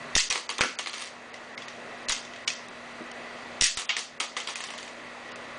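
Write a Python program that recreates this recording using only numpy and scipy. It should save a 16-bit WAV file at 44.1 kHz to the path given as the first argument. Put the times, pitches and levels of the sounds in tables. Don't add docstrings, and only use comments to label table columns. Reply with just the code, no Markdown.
import sys
import numpy as np
from scipy import signal
from scipy.io import wavfile
from scipy.ndimage import uniform_filter1d

SR = 44100
rng = np.random.default_rng(int(sys.argv[2]) if len(sys.argv) > 2 else 0)


def gain_from_db(level_db):
    decades = np.asarray(level_db, float) / 20
    return 10 ** decades


def transcribe(u):
    v = np.clip(np.atleast_2d(u).T, -1, 1)
    q = np.round(v * 32767).astype(np.int16)
    wavfile.write(sys.argv[1], SR, q)


N = 246456

# f/Hz, level/dB
FAN_COLOUR = [(15, -41), (25, -5.5), (59, -26), (120, -11.5), (204, -12.5), (237, -6), (269, -12),
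              (619, -6.5), (905, -8), (1110, -7.5), (1790, -9.5), (1980, -12), (2970, -18.5), (9020, -32.5),
              (10500, -34), (13600, -88), (22000, -120)]
# f/Hz, level/dB against the fan noise, width/Hz
FAN_TONES = [(328, -34, 11), (628, -15, 18), (685, -14, 6.7), (1950, -11.5, 67), (2570, -13.5, 190),
             (3970, -22.5, 170)]
# f/Hz, level/dB against the fan noise
MAINS_HUM = [(120, -26), (240.5, -11.5)]
# f/Hz, time to fall 60 dB/s
ROOM_DECAY = [(300, 0.29), (1000, 0.36), (2500, 0.27), (5000, 0.41), (10000, 0.2)]
# f/Hz, level/dB, time to fall 60 dB/s
THUD_TONES = [(243, -2, 0.13), (329, -1, 0.089), (390, -7, 0.085), (606, -7, 0.097)]

# f/Hz, level/dB per Hz
PISTOL_COLOUR = [(350, -53.5), (600, -30), (781, -24), (946, -13.5), (1130, -13), (1890, -4.5),
                 (2320, -7.5), (2590, -1.5), (4180, -6.5), (5430, -2.5), (9310, -15), (10100, -24),
                 (10500, -45), (13600, -77.5), (22000, -120)]
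TABLE_COLOUR = [(120, -40), (200, -20), (466, -11), (597, -13.5), (846, -6), (1240, -3.5), (1440, -7.5),
                (2740, -3.5), (3460, -6.5), (9510, -11.5), (10500, -18.5), (13600, -61), (22000, -120)]
PLATE_COLOUR = [(120, -75.5), (200, -12), (450, -12.5), (700, -17.5), (1100, -13.5), (1500, 0.5),
                (1900, -9), (2500, -3.5), (3500, -13), (5400, -11.5), (7800, -16.5), (10500, -20),
                (13600, -66), (22000, -120)]
HOLLOW_COLOUR = [(300, -50), (700, -17), (1250, -7.5), (1700, -12), (2700, -3), (4300, -9), (7000, -18),
                 (22000, -110)]

# t/s, swell or first sinking/s, level at its end/dB, fade from there/(dB per s) Loose bricks in
RATTLES = [
    (0.153, 0.04, -23.5, 240),
    (2.09, 0.018, -25.5, 246),
    (2.477, 0.0075, -32.5, 246.5),
    (3.612, 0.037, -23.5, 298),
]
WOBBLES = [(0.303, 0.0046, -26.5, 179), (0.357, 0.00067, -20, 490), (0.494, .002, -35, 400),
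           (0.79, 0.0052, -27.5, 458), (0.861, 0.0053, -42, 240), (0.934, .13, -31.5, 340),
           (3.773, 0.027, -25, 275), (3.968, .002, -36.5, 308), (4.37, .002, -32, 230),
           (4.472, 0.009, -31, 243), (4.558, 0.0096, -35.5, 50.6)]
SHUDDER = [
    (0.612, 0.0093, -21, 770),
    (0.655, 0.068, -41.5, 300),
]

# t/s, peak level/dB, ring f/Hz, tilt/(dB per octave)
HANDLING = [
    (1.3413, -31, 2040, -3.5),
    (1.5779, -25, 2140, -6),
    (1.621, -31.5, 3400, -4),
    (1.6827, -31, 1890, -4),
    (2.2505, -33.5, 3500, -2),
    (2.3366, -32, 1980, -8),
    (2.361, -33, 1860, -8),
    (5.2907, -39, 1900, -15),
    (5.3185, -34.5, 2870, -7),
]
TRIGGER_TICKS = [
    (2.6849, -38, 3740, 12),
    (3.1152, -34.5, 3050, 6.3),
    (5.3589, -34.5, 2620, 9.5),
]
PLATE_SLAPS = [
    (0.6092, -15, 1300, -3.5),
    (0.6166, -21, 2520, -9),
    (0.6245, -22.5, 1510, -8.5),
    (0.6367, -16.5, 1400, 2.8),
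    (0.6465, -19, 1660, -11.3),
]
FIRST_BOUNCES = [(0.3022, -11.0, 5770, 2.5), (0.3099, -12.5, 2500, -0.4), (0.3256, -14, 4100, -0.5),
                 (0.3561, -20.5, 2180, -9.5), (0.4924, -17, 4620, -3), (0.5008, -22, 2820, 3),
                 (0.5109, -23, 1100, -4), (0.5824, -18.5, 3550, 1.5), (0.5907, -21.5, 1060, -8),
                 (0.7885, -18, 2920, 1), (0.7935, -19, 2800, -2.5), (0.8604, -24, 2120, -3),
                 (0.8717, -18.5, 4180, -2), (0.8799, -34.5, 2750, 12), (0.8963, -25, 4160, 5),
                 (0.9321, -24.5, 4200, 0.5), (0.9388, -25.5, 1320, -6), (0.981, -27, 4530, 3),
                 (1.0139, -29.5, 1610, 8), (1.0219, -29.5, 4180, 2)]
SECOND_BOUNCES = [(3.7723, -19.5, 1330, 4), (3.787, -27, 5200, -6), (3.7957, -27, 1330, 12),
                  (3.9669, -15.5, 1810, 1.5), (3.9835, -23.5, 4030, -1), (3.9915, -21.5, 5800, 2.5),
                  (4.2012, -17.5, 3190, 1), (4.2044, -15.5, 1260, 1.5), (4.2115, -24.5, 3150, -5),
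                  (4.2295, -29, 1190, -3), (4.3665, -19.5, 1200, -2), (4.3724, -20, 1960, -1),
                  (4.4023, -22.5, 3120, 1), (4.4091, -35, 3120, -3), (4.4737, -22, 3320, 1.5),
                  (4.487, -25, 1340, -3), (4.4944, -25, 2850, -2), (4.5045, -29, 6370, 2),
                  (4.5573, -21, 2500, 3), (4.6051, -23.5, 1790, 0), (4.6394, -20, 1070, 2),
                  (4.6865, -28, 3500, -3.5), (4.7044, -28, 1250, 1), (4.7383, -31, 1090, -5),
                  (4.7791, -27.5, 3470, 3), (4.7865, -28.5, 3040, -2), (4.8289, -28.5, 3090, 0.5),
                  (4.8781, -31.5, 1490, -2.1)]
PLATE_KNOCKS = [
    (3.8925, -15.5, 2800, .2),
    (3.8973, -20, 2890, -1.1),
    (3.9037, -17.5, 2240, -1.3),
    (3.9085, -20, 2730, -1.6),
    (3.9209, -28, 2880, .2),
    (3.9251, -50, 2220, .2),
]
COCKING = [
    (2.0857, -19.5, 4200, 3),
    (2.0949, -16, 3890, 17),
    (2.0986, -20, 3350, -12),
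    (2.1213, -14.5, 5850, 9),
    (2.1247, -19.5, 6500, -1.5),
]
LATCH = [
    (2.4765, -14.5, 2300, -0.6),
    (2.4787, -14.5, 2970, -1.5),
    (2.4859, -23, 3440, 1.5),
    (2.5027, -20, 2540, 1.5),
]
SHOTS = [(0.1525, -10, 3660, 3), (0.1616, -28, 5980, -10), (0.1762, -12, 5210, 10),
         (0.1811, -13.5, 1850, 17), (0.1967, -17, 4120, 14), (3.611, -9, 5610, 2.5),
         (3.6213, -12.5, 5260, 9), (3.6334, -14.5, 5500, 2), (3.6407, -10, 5800, 9.5),
         (3.6571, -38, 4670, 6), (3.6666, -15.5, 5320, 8)]

# t/s, jump (1 = full scale), settling time/s
ZERO_KICKS = [(.153, .04, .043), (.1648, -.62, .0001), (.1648, -.035, .005), (.184, -.012, .004),
              (.302, -.013, .006), (.6092, -.95, .00012), (2.096, .015, .025), (2.112, -.005, .01),
              (3.611, .025, .05), (3.6225, -.3, .0001), (3.6225, -.03, .005), (3.641, -.015, .005),
              (3.657, -.005, .004), (3.773, -.015, .005)]
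# t/s (4 ms after the gap closes), lowest emptied f/Hz,
# length/s
EMPTIED = [(0.302, 2500, .008), (0.492, 3000, .016), (0.608, 4000, .015), (0.788, 2800, .026),
           (0.931, 7600, .026), (1.338, 5300, .03), (1.578, 2300, .02), (1.683, 5100, .018),
           (2.085, 3000, .023), (2.475, 1800, .02), (2.685, 6400, .012), (2.709, 6200, .016),
           (3.116, 6900, .01), (3.141, 6200, .017), (3.772, 6500, .016), (3.892, 4000, .03),
           (4.201, 2500, .016), (4.557, 5500, .012), (4.639, 8300, .02), (4.779, 7100, .017),
           (5.318, 6700, .016), (5.359, 5500, .03)]


def evened(x):
    return x / np.sqrt(np.mean(x ** 2) + 1e-20)


def read(points, hz):
    f, value = np.transpose(points)
    return np.interp(np.log(hz + 1), np.log(f + 1), value)


def add(mix, s, sound):
    part = mix[round(s * SR):][:len(sound)]
    part += sound[:len(part)]


def causal(gain_db, size=512):
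    hz = abs(np.fft.fftfreq(2 * size, 1 / SR))
    log_gain = np.log(gain_from_db(np.maximum(gain_db(hz), -100)))
    spectrum = np.exp(np.conj(signal.hilbert(log_gain)))
    return np.fft.ifft(spectrum).real[:size]


def background(fan_db=-41.5, patchy_db=1.0):
    frames, hz = N // 256 + 5, np.fft.rfftfreq(1024, 1 / SR)
    a, b, patches = rng.standard_normal((frames, 513, 3)).T
    patches = uniform_filter1d(patches, size=10, axis=0)
    patches = evened(uniform_filter1d(patches, size=10, axis=1))
    z = (a + 1j * b) * gain_from_db(read(FAN_COLOUR, hz)[:, None] + patchy_db * patches)
    out = evened(signal.istft(z, nperseg=1024, noverlap=768)[1][:N])
    t = np.arange(N) / SR
    for tone_hz, db, width in FAN_TONES:
        r = np.exp(-np.pi * width / SR)
        noise = rng.standard_normal(N) + 1j * rng.standard_normal(N)
        wander = signal.lfilter([1], [1, -r], noise)
        out = out + gain_from_db(db) * evened((wander * np.exp(2j * np.pi * tone_hz * t)).real)
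    for hum_hz, db in MAINS_HUM:
        out = out + gain_from_db(db + 3.5) * np.sin(2 * np.pi * hum_hz * t)
    return out * gain_from_db(fan_db)


def thud():
    out, t = np.zeros(N), np.arange(6000) / SR
    knock = np.zeros(len(t))
    for hz, db, t60 in THUD_TONES:
        knock += gain_from_db(db - 60 * t / t60) * np.sin(2 * np.pi * hz * t)
    soft_start = np.minimum(t / 0.003, 1)
    add(out, 3.007, gain_from_db(-32.5) * knock * soft_start)
    return out


def room(x, gap=0.002, count=3):
    out, at = np.zeros(N), np.arange(round(gap * SR), SR // 2 - 12, 12)
    for k in range(count):
        taps = np.zeros(SR // 2)
        sign = rng.choice([-1.0, 1.0], 2000)[:len(at)]
        late = rng.integers(0, 12, 2000)[:len(at)]
        taps[at + late] = sign
        hz, t, z = signal.stft(taps, SR, nperseg=128)
        fade = gain_from_db(-60 * t / read(ROOM_DECAY, hz)[:, None])
        tail = signal.istft(z * fade, SR, nperseg=128)[1]
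        turn = np.sqrt(2 / count) * np.cos(2 * np.pi * (3.3 * np.arange(N) / SR + k / (2 * count)))
        out += signal.fftconvolve(x * turn, tail / np.linalg.norm(tail))[:N]
    return out


def rattle(rows, colour, per_s, spread_db, trim_db, swell_db):
    t, level = np.arange(N) / SR, np.zeros(N)
    for s, swell, db, fade_db in rows:
        late = t - s - swell
        rise = swell_db * np.maximum(late / swell, -1)
        level += (t >= s) * gain_from_db(db + np.where(late < 0, rise, -fade_db * late))
    size = rng.standard_normal(N) * gain_from_db(spread_db * rng.exponential(1, N).clip(0, 4))
    hits = (rng.random(N) < per_s / SR) * size
    ticks = signal.oaconvolve(hits, causal(lambda hz: read(colour, hz)))
    return gain_from_db(trim_db) * level * evened(ticks[:N])


def clicks(rows, colour, contact, ring_db, t60, bump_db, bass_db, room_db):
    direct, feed, t = np.zeros(N), np.zeros(N), np.arange(2048) / SR
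    for s, db, ring_hz, tilt_db in rows:
        def shape(hz):
            tilt = tilt_db * np.log2(np.clip(hz, 1000, 11000) / 3000)
            bump = bump_db * np.exp(-(np.log((hz + 1) / ring_hz) / 0.19) ** 2)
            bass = bass_db / (1 + (hz / 1300) ** 4)
            return read(colour, hz) + tilt + bump + bass

        impulse = causal(shape)
        tick = 1.67 * np.exp(-t / 0.000044)
        snap = np.exp(-t / contact)
        chatter = 0.37 * np.exp(-t / 0.0039)
        grit = rng.standard_normal(len(t)) * (tick + snap + chatter)
        crack = np.convolve(grit, impulse)[:len(t)]
        crack = crack / abs(crack).max()
        ring = np.sin(2 * np.pi * ring_hz * t) * gain_from_db(ring_db - 60 * t / t60)
        add(direct, s, gain_from_db(db) * (crack + ring))
        energy = np.linalg.norm(crack) / np.linalg.norm(impulse)
        add(feed, s, gain_from_db(db + room_db) * impulse * energy)
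    return np.array([direct, feed])


def slow_gain(x, knee_db=-32.5, share=1.26, memory=0.47, steep=1.577):
    r = np.exp(-1 / (memory * SR))
    load = (abs(uniform_filter1d(x ** 2, size=900)) / gain_from_db(2 * knee_db)) ** steep
    return (1 + signal.lfilter([1 - r], [1, -r], load)) ** (-share / 2)


def ducking(x, knee_db=-24.0, share=0.24, recover_db=84.5):
    power_db = 10 * np.log10(abs(uniform_filter1d(x ** 2, size=100)) + 1e-12)
    fall = np.arange(N) * recover_db / SR
    held_db = np.maximum.accumulate(power_db + fall) - fall
    return gain_from_db(-share * np.maximum(held_db - knee_db, 0))


def zero_line():
    out, t = np.zeros(N), np.arange(12000) / SR
    for s, jump, settle in ZERO_KICKS:
        add(out, s, jump * np.exp(-t / settle))
    return out


def lead_in(x, db=-12.5, spread=0.0015):
    t = np.arange(400) / SR
    smear = rng.standard_normal(len(t)) * np.exp(-t / spread)
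    smear = smear[None] / np.linalg.norm(smear)
    backwards = signal.oaconvolve(x[:, ::-1], smear)[:, :N]
    return x + gain_from_db(db) * backwards[:, ::-1]


def dropouts(x, busy_db=-66.0, chance=0.26, calm=0.24, spared=0.1, from_hz=4200):
    hz, t, z = signal.stft(x, SR, nperseg=128, noverlap=96)
    keep = np.ones(z.shape[1:])
    draw = rng.random((len(t) // 12 + 1, 22))
    draw = draw.repeat(12, axis=0).repeat(3, axis=1)[:len(t), :len(hz)].T
    for s, low_hz, length in EMPTIED:
        end = s - 0.004
        keep[hz >= low_hz, round((end - length) * SR / 32):round(end * SR / 32)] = 0
    keep[draw > 1 - spared] = 1
    treble = uniform_filter1d((abs(z[0, hz > from_hz]) ** 2).mean(0), size=36)
    rate = chance * np.where(treble > gain_from_db(2 * busy_db), 1, calm)
    keep[draw < rate * (hz[:, None] - from_hz) / 5500] = 0.013
    return signal.istft(z * (keep + 0.019), SR, nperseg=128, noverlap=96)[1][..., :N]


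def scene():
    pistol = dict(colour=PISTOL_COLOUR, contact=0.0023, ring_db=-6.0, t60=0.035, bump_db=-7.0)
    brick = dict(colour=TABLE_COLOUR, contact=0.0019, ring_db=-12, t60=0.04, bump_db=2.0)
    hollow = dict(colour=HOLLOW_COLOUR, contact=0.0039, ring_db=-6.5, t60=0.056, bump_db=1.0)
    plate = dict(colour=PLATE_COLOUR, contact=0.0021, ring_db=2.5, t60=0.013, bump_db=-0.5)

    hits = clicks(SHOTS, bass_db=-7.5, room_db=0.0, **pistol)
    hits += clicks(COCKING, bass_db=4.5, room_db=-5, **pistol)
    hits += clicks(LATCH, bass_db=0.5, room_db=-5, **pistol)
    hits += clicks(HANDLING, bass_db=-11.5, room_db=-2.0, **pistol)
    hits += clicks(TRIGGER_TICKS, bass_db=6.5, room_db=-16, **pistol)
    hits += clicks(PLATE_KNOCKS, bass_db=2.5, room_db=-2.5, **hollow)
    hits += clicks(FIRST_BOUNCES, bass_db=-1.0, room_db=-1.1, **brick)
    hits += clicks(SECOND_BOUNCES, bass_db=1.0, room_db=0.7, **brick)
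    hits += clicks(PLATE_SLAPS, bass_db=-2.5, room_db=-0.5, **plate)
    direct, feed = hits

    shaking = rattle(RATTLES, PISTOL_COLOUR, per_s=3600, spread_db=2.0, trim_db=-3.0, swell_db=8.5)
    shaking += rattle(WOBBLES, TABLE_COLOUR, per_s=2500, spread_db=3.1, trim_db=-10.5, swell_db=-2.5)
    shaking += rattle(SHUDDER, PLATE_COLOUR, per_s=2700, spread_db=2.1, trim_db=-6.0, swell_db=-10.0)
    near = direct + shaking + room(feed + 0.51 * shaking)
    behind = background() * slow_gain(near) + thud()
    return (near + behind * ducking(near))[None]


def band_limit(x):
    return signal.sosfilt(signal.butter(12, 11120, fs=SR, output="sos"), x)


def record(dry):
    edge = signal.firwin(301, 10020, window=("kaiser", 9), fs=SR)
    x = lead_in(dry) + zero_line()
    x = signal.oaconvolve(x, edge[None], "same")
    return band_limit(dropouts(x))


dry = scene()
out = record(dry)
transcribe(out)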